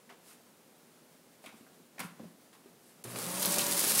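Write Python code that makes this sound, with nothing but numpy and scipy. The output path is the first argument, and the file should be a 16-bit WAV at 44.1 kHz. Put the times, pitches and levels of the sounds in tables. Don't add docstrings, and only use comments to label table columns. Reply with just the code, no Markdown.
import sys
import numpy as np
from scipy import signal
from scipy.fft import rfft, irfft
from scipy.io import wavfile
from scipy.ndimage import uniform_filter1d

SR = 44100
rng = np.random.default_rng(int(sys.argv[2]) if len(sys.argv) > 2 else 0)


def dump_mix(stems):
    frames = np.atleast_2d(stems).T
    limited = np.clip(frames, -1, 1)
    pcm = np.round(limited * 32767).astype(np.int16)
    wavfile.write(sys.argv[1], SR, pcm)


def gain_from_db(level_db):
    decades = np.asarray(level_db, float) / 20
    return 10 ** decades


N = 176400

MOTOR_ON_S, ROTOR_TURNS_S = 3.04, 3.047

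# (f/Hz, level/dB)
CUT_PAPER = [(700, -10.5), (1300, -12), (3000, -8.5), (4500, -5), (7000, -4.5), (10000, 0), (12500, -4.5),
             (15800, -5.5)]


def evened(x):
    return x / np.sqrt(np.mean(x ** 2) + 1e-20)


def read(points, hz):
    f, value = np.transpose(points)
    return np.interp(np.log(hz + 1), np.log(f + 1), value)


def add(mix, s, sound):
    part = mix[round(s * SR):][:len(sound)]
    part += sound[:len(part)]


def colour(x, points):
    gain = gain_from_db(read(points, np.fft.rfftfreq(len(x), 1 / SR)))
    return evened(irfft(rfft(x) * gain, len(x)))


def slow(per_s):
    span = max(int(SR / per_s), 2)
    drift = uniform_filter1d(rng.standard_normal(N), span)
    return evened(uniform_filter1d(drift, span))


def resonate(x, hz, width):
    turn = np.exp(2j * np.pi * np.cumsum(hz * np.ones(len(x))) / SR)
    pole = np.exp(-np.pi * width / SR)
    return 2 * (turn * signal.lfilter([1 - pole], [1, -pole], x / turn + 1e-18)).real


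def grains(per_s, spread_db):
    size = gain_from_db(spread_db * np.minimum(rng.exponential(1, N), 4))
    struck = rng.random(N) < per_s / SR
    return evened(size * rng.standard_normal(N) * struck)


def knock(db, hz, t60, width, edge_db, edge_t60, tint, strike=4.3, rise_s=1e-5):
    t = np.arange(6000) / SR
    ring, edge = rng.standard_normal((2, 6000))
    ring = ring + strike * np.sqrt(SR / hz) * (t == 0)
    ring = resonate(ring, hz, 3 * width * hz)
    ring = evened(resonate(ring, hz, width * hz)) * gain_from_db(-60 * t / max(t60, .005))
    edge = colour(edge, tint) * gain_from_db(edge_db - 60 * t / edge_t60)
    blow = np.minimum(t / max(rise_s, .5 / hz), 1) * (ring + edge)
    return gain_from_db(db) * blow / abs(blow).max()


def air():
    # (f/Hz, level/dB)
    hiss_spectrum = [(25, -5), (65, -25), (100, -19.5), (160, -7.5), (250, -10), (450, -10.5), (1000, -18),
                     (2500, -23.5), (6500, -25.5), (10000, -24.5), (15800, -29)]
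    # (f/Hz, width/Hz, level/dB)
    modes = [(242, 20, 0)]
    tones = sum(gain_from_db(db) * evened(resonate(rng.standard_normal(N), hz, w)) for hz, w, db in modes)
    hiss = colour(rng.standard_normal(N), hiss_spectrum)
    return gain_from_db(-61 + .5 * slow(22)) * hiss + gain_from_db(-69.5) * evened(tones)


def room(x):
    # (f/Hz, t60/s)
    absorption = [(200, 0.45), (1000, 0.54), (4000, 0.4), (12000, 0.3)]
    taps = np.zeros(SR // 2)
    at = np.arange(200, len(taps) - 20, 20)
    taps[at + rng.integers(0, 20, len(at))] = rng.choice([-1., 1.], len(at))
    hz, t, z = signal.stft(taps, SR, nperseg=256)
    decay = gain_from_db(-60 * t / read(absorption, hz)[:, None])
    tail = signal.istft(z * decay, SR, nperseg=256)[1]
    return signal.fftconvolve(x, tail / np.linalg.norm(tail))[:N]


def sheet():
    # (t/s, length/s, level/dB)
    rustles = [
        (0.215, 0.17, -57.5),
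        (1.4, 0.12, -61),
        (1.532, 0.09, -65),
        (1.97, 0.13, -56.5),
        (2.517, 0.043, -64),
        (2.776, 0.22, -64),
    ]
    # (f/Hz, level/dB)
    paper_spectrum = [(500, -13), (900, -6), (2500, -4), (6000, -5.5), (9500, -0.5), (12500, -5),
                      (15800, -17)]
    t = np.arange(N) / SR
    fizz = colour(rng.standard_normal(N) + .5 * grains(2000, 3.4), paper_spectrum)
    swell = sum(gain_from_db(db) * np.sin(np.pi * np.clip((t - s) / length, 0, 1)) ** 2
                for s, length, db in rustles)
    return fizz * swell


def paws():
    # (t/s, level/dB, f/Hz, t60/s, edge level/dB)
    claws = [(0.093, -45, 2100, .05, -3), (0.097, -42.5, 1980, 0.063, -1.5), (.107, -52, 696, 0.076, 3),
             (.123, -47, 540, 0.072, 0), (0.1, -47, 766, 0.17, -4), (0.111, -45.5, 1450, 0.11, -8),
             (0.29, -57, 780, 0.08, -2), (0.309, -48, 1380, 0.06, -3), (1.44, -42.5, 650, 0.11, 3.5),
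             (1.448, -44, 650, 0.094, -10), (1.46, -37.5, 2450, 0.053, -10), (1.47, -44, 2380, .06, -10),
             (1.49, -48, 1600, 0.14, 0), (1.439, -46.5, 2400, .08, -2), (1.474, -43, 815, 0.074, 2),
             (1.525, -47, 850, 0.092, -3), (1.666, -50, 1370, 0.071, -8), (1.959, -52, 501, 0.078, 1),
             (1.98, -41, 630, 0.12, 1), (1.983, -36.5, 2060, 0.045, 2), (1.993, -32, 1520, 0.053, 5),
             (2.003, -27, 2200, 0.027, -2), (2.004, -34.5, 1250, 0.052, -6), (2.01, -39, 666, 0.049, -6),
             (2.02, -40.5, 2240, 0.054, -2), (2.033, -40.5, 1280, 0.12, -15), (2.042, -42, 1200, 0.071, 12),
             (2.195, -42, 503, 0.08, -11), (2.197, -44.5, 840, 0.095, -12), (2.242, -42.5, 560, 0.064, -6),
             (2.529, -50, 1040, 0.11, 9), (2.55, -49, 1050, 0.093, 7)]
    # (t/s, level/dB, f/Hz)
    nails = [
        (1.461, -42.5, 9500),
        (1.994, -30.5, 10600),
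        (2.002, -25, 10400),
        (2.043, -42, 9000),
    ]
    # (t/s, level/dB, f/Hz, t60/s)
    thumps = [(0.1, -46.5, 432, 0.1), (1.016, -68, 242, 0.077), (1.469, -43, 273, 0.064),
              (1.541, -45, 242, 0.04), (1.608, -44, 240, 0.043), (1.8, -53, 253, 0.085),
              (1.995, -40, 220, .08), (2.006, -36.5, 192, 0.11), (2.031, -40.5, 198, 0.14),
              (2.046, -35.5, 186, .2), (2.066, -48, 199, 0.14), (2.196, -42, 520, 0.14),
              (2.2, -35, 230, 0.088), (2.212, -42, 165, 0.062), (2.231, -38, 241, 0.095),
              (2.244, -57, 185, 0.056), (2.253, -40.5, 197, 0.14), (2.29, -52, 200, 0.077),
              (2.658, -41.5, 350, 0.055), (3.049, -36, 413, 0.074), (3.074, -38.5, 150, 0.12)]
    # (f/Hz, level/dB)
    plastic_edge = [(50, -33), (180, -11), (1000, 6), (3000, -1.5), (6000, -8.5), (10500, -13),
                    (15800, -26)]
    edge_t60_s = 0.11
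    out = np.zeros(N)
    for s, db, hz, t60, edge_db in claws:
        add(out, s, knock(db - 1.5, hz, t60, .28, edge_db, edge_t60_s, plastic_edge,
                          strike=3, rise_s=.001))
    for s, db, hz in nails:
        add(out, s, knock(db, hz, .025, .4, -3, .03, CUT_PAPER))
    for s, db, hz, t60 in thumps:
        add(out, s, knock(db - 2.5, hz, t60, .24, -11.5, edge_t60_s, plastic_edge))
    return out


def motor(column):
    # (t/s, shaft f/Hz, housing level/dB, cutter level/dB)
    course = np.transpose([(3.039, 60, -46, -55), (3.1, 120.4, -49.5, -50.5), (3.156, 139.3, -49, -49),
                           (3.161, 146, -42, -43.5), (3.22, 160, -42.5, -41), (3.3, 177.6, -43.5, -41),
                           (3.398, 190.5, -42.5, -37.5), (3.5, 190.4, -41, -32.5),
                           (3.65, 194.2, -40, -35.5), (3.75, 187.8, -42, -33), (3.901, 183.4, -42.5, -29.5),
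                           (4, 181.6, -39, -30)])
    return np.interp(np.arange(N) / SR, course[0], course[column])


def mains_buzz():
    # (multiple of 120 Hz, level/dB)
    partials = [(1, 0), (1.5, -9), (2, -6), (3, -9), (4, -13)]
    t = np.arange(N) / SR
    buzz = sum(gain_from_db(db) * np.sin(2 * np.pi * (k * 120 * t + rng.random())) for k, db in partials)
    fade_db = -55 * np.maximum(t - MOTOR_ON_S, 0)
    return buzz * gain_from_db(-44 + fade_db + 2.1 * slow(40))


def shaft_tones():
    # (multiple of shaft f, level/dB, fade t/s)
    orders = [(1, -6.5, 3.56), (1.5, -12, 3.72), (1.7, -10, 3.8), (3, -3, 3.76), (5, -11, 3.7),
              (5.9, -13, 3.95)]
    spun_up_s, order_width_hz, sag_db = 3.31, 32, -15
    t = np.arange(N) / SR
    shaft_hz = motor(column=1)
    out = np.zeros(N)
    for k, db, fade_s in orders:
        level_db = db + sag_db * np.clip((t - fade_s) / .04, 0, 1) + 1.6 * slow(35)
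        jitter = evened(resonate(rng.standard_normal(N), k * shaft_hz, order_width_hz))
        tone = np.sin(2 * np.pi * (k * np.cumsum(shaft_hz) / SR + rng.random()))
        out += gain_from_db(level_db) * (.25 * jitter + tone)
    return out * gain_from_db(motor(column=2) - 10 * np.clip((spun_up_s - t) * 10, 0, 1))


def hum():
    onset = np.clip((np.arange(N) / SR - ROTOR_TURNS_S) / 0.018, 0, 1)
    return onset * (mains_buzz() + shaft_tones())


def housing():
    # (f/Hz, level/dB)
    shell_spectrum = [(35, -47), (60, -28), (152, 2.5), (437, -3.5), (559, -0.5), (690, -4), (1110, -4),
                      (2160, -11.5), (4000, -16), (5200, -20), (8800, -120)]
    rumble = colour(rng.standard_normal(N), shell_spectrum)
    start = np.clip((np.arange(N) / SR - ROTOR_TURNS_S) * 200, .2, 1)
    return start * rumble * gain_from_db(motor(column=2) - 1 + 1.75 * slow(73))


def tearing():
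    patches = [1800, 3200, 4800, 6500, 8500, 10500, 12500]
    crackle_share, patch_rate_per_s = .25, 70
    tear = np.sqrt(1 - crackle_share) * rng.standard_normal(N)
    tear = tear + np.sqrt(crackle_share) * grains(3000, spread_db=1.5)
    strips = sum(resonate(tear, hz, 1700) * gain_from_db(3.4 * slow(patch_rate_per_s)) for hz in patches)
    tear = colour(tear + gain_from_db(2) * strips, CUT_PAPER)
    return tear * gain_from_db(motor(column=3) + .8 * slow(43))


def snaps():
    # (t/s, level/dB, f/Hz)
    breaks = [(3.1611, -29.1, 2300), (3.1876, -24.1, 9800), (3.2172, -29.4, 11700), (3.2268, -29.1, 9700),
              (3.2399, -28.0, 10000), (3.2435, -26.0, 10200), (3.2531, -27.0, 11700), (3.2648, -25.9, 8800),
              (3.3023, -30.4, 9700), (3.3972, -21.3, 9400), (3.4138, -26.3, 11300), (3.4209, -18.9, 12100),
              (3.425, -17.5, 11300), (3.4286, -17.9, 12300), (3.4505, -13.6, 4300), (3.4571, -8.1, 10800),
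              (3.461, -18.3, 12700), (3.465, -17.2, 11600), (3.4778, -20.7, 9400), (3.492, -21.7, 9800),
              (3.5067, -17.0, 10500), (3.5111, -20.3, 12300), (3.5238, -21.2, 11700),
              (3.5414, -17.4, 10700), (3.5592, -21.5, 6000), (3.5627, -21.3, 10900), (3.5845, -14.3, 6400),
              (3.5888, -18.3, 7100), (3.5924, -16.7, 8100), (3.605, -19.5, 10200), (3.6495, -22.5, 9000),
              (3.6658, -16.7, 8300), (3.6698, -23.3, 9700), (3.7116, -14.7, 9600), (3.7189, -19.1, 10600),
              (3.7243, -15.7, 9400), (3.735, -18.2, 7600), (3.7683, -19.6, 8800), (3.7728, -21.9, 8500),
              (3.7778, -19.6, 7800), (3.7935, -10.2, 9600), (3.804, -17.9, 12400), (3.8125, -20.1, 9000),
              (3.8322, -17.6, 8400), (3.8411, -14.1, 8700), (3.8484, -14.3, 11900), (3.8676, -19.2, 10200),
              (3.8749, -19.0, 10600), (3.8841, -19.3, 12600), (3.9001, -17.8, 10200), (3.9084, -16.7, 9700),
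              (3.92, -17.2, 9300), (3.9503, -13.0, 11500), (3.9541, -13.8, 9100), (3.9576, -17.0, 8400),
              (3.9791, -16.7, 9200), (3.9863, -17.2, 9800), (3.9905, -16.2, 9600), (3.9941, -11.0, 10100),
              (3.9982, -17.0, 8300)]
    # (t/s, level/dB, f/Hz)
    folds = [(3.0398, -34.5, 9000), (3.0418, -31, 8150), (3.0505, -41, 9000), (3.1592, -29, 4500),
             (3.4291, -18.5, 4600), (3.4325, -25, 4500), (3.4665, -23, 3300), (3.541, -21, 6000),
             (3.5844, -15.5, 10800), (3.5934, -18, 3010), (3.6128, -21, 4030), (3.7117, -25, 5100),
             (3.7242, -22, 4800), (3.792, -30, 3000), (3.849, -35, 5000), (3.919, -37, 3034),
             (3.992, -16, 4500)]
    snap_t60_s, fold_t60_s, width, edge_db, strike = .015, .046, .42, -3, 3.8
    out = np.zeros(N)
    for s, db, hz in breaks:
        add(out, s, knock(db - .5, hz, snap_t60_s, width, edge_db, snap_t60_s, CUT_PAPER, strike))
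    for s, db, hz in folds:
        add(out, s, knock(db, hz, fold_t60_s, width, edge_db, snap_t60_s, CUT_PAPER, strike))
    return out


def gear_whines():
    # (t/s, from f/Hz, to f/Hz)
    glides = [
        (3.07, 8800, 9600),
        (3.125, 4600, 4750),
    ]
    u = np.linspace(0, 1, 2000)
    out = np.zeros(N)
    for s, from_hz, to_hz in glides:
        phase = 2 * np.pi * np.cumsum(from_hz + (to_hz - from_hz) * u) / SR
        add(out, s, gain_from_db(-59) * np.sin(np.pi * u) * np.sin(phase))
    return out


def shredder():
    on = np.clip((np.arange(N) / SR - MOTOR_ON_S) / 0.0053, 0, 1)
    return on * (housing() + tearing()) + snaps() + gear_whines()


def scene():
    near = paws() + sheet() + shredder()
    return np.tile(near + gain_from_db(-7.5) * room(near) + hum() + air(), (2, 1))


def roll_off(x):
    return signal.sosfilt(signal.butter(12, 16170, fs=SR, output="sos"), x)


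def record(dry):
    # (t/s, length/s, level/dB)
    dips = [
        (1.985, .006, -9),
        (3.0315, .0055, -22),
    ]
    bass_cut = signal.butter(2, 101, "high", fs=SR, output="sos")
    treble_pass = signal.butter(2, 800, "high", fs=SR, output="sos")
    heard = signal.sosfilt(bass_cut, dry)
    treble = signal.sosfiltfilt(treble_pass, heard)
    t = np.arange(N) / SR
    dip_db = sum(db * np.clip(np.minimum(t - s, s + length - t) * 600, 0, 1)
                 for s, length, db in dips)
    heard = heard + treble * (gain_from_db(dip_db) - 1)
    treble_limit = signal.firwin(511, 15800, window=("kaiser", 9), fs=SR)
    heard = signal.oaconvolve(heard, treble_limit[None], "same")
    return roll_off(heard)


dry = scene()
out = record(dry)
dump_mix(out)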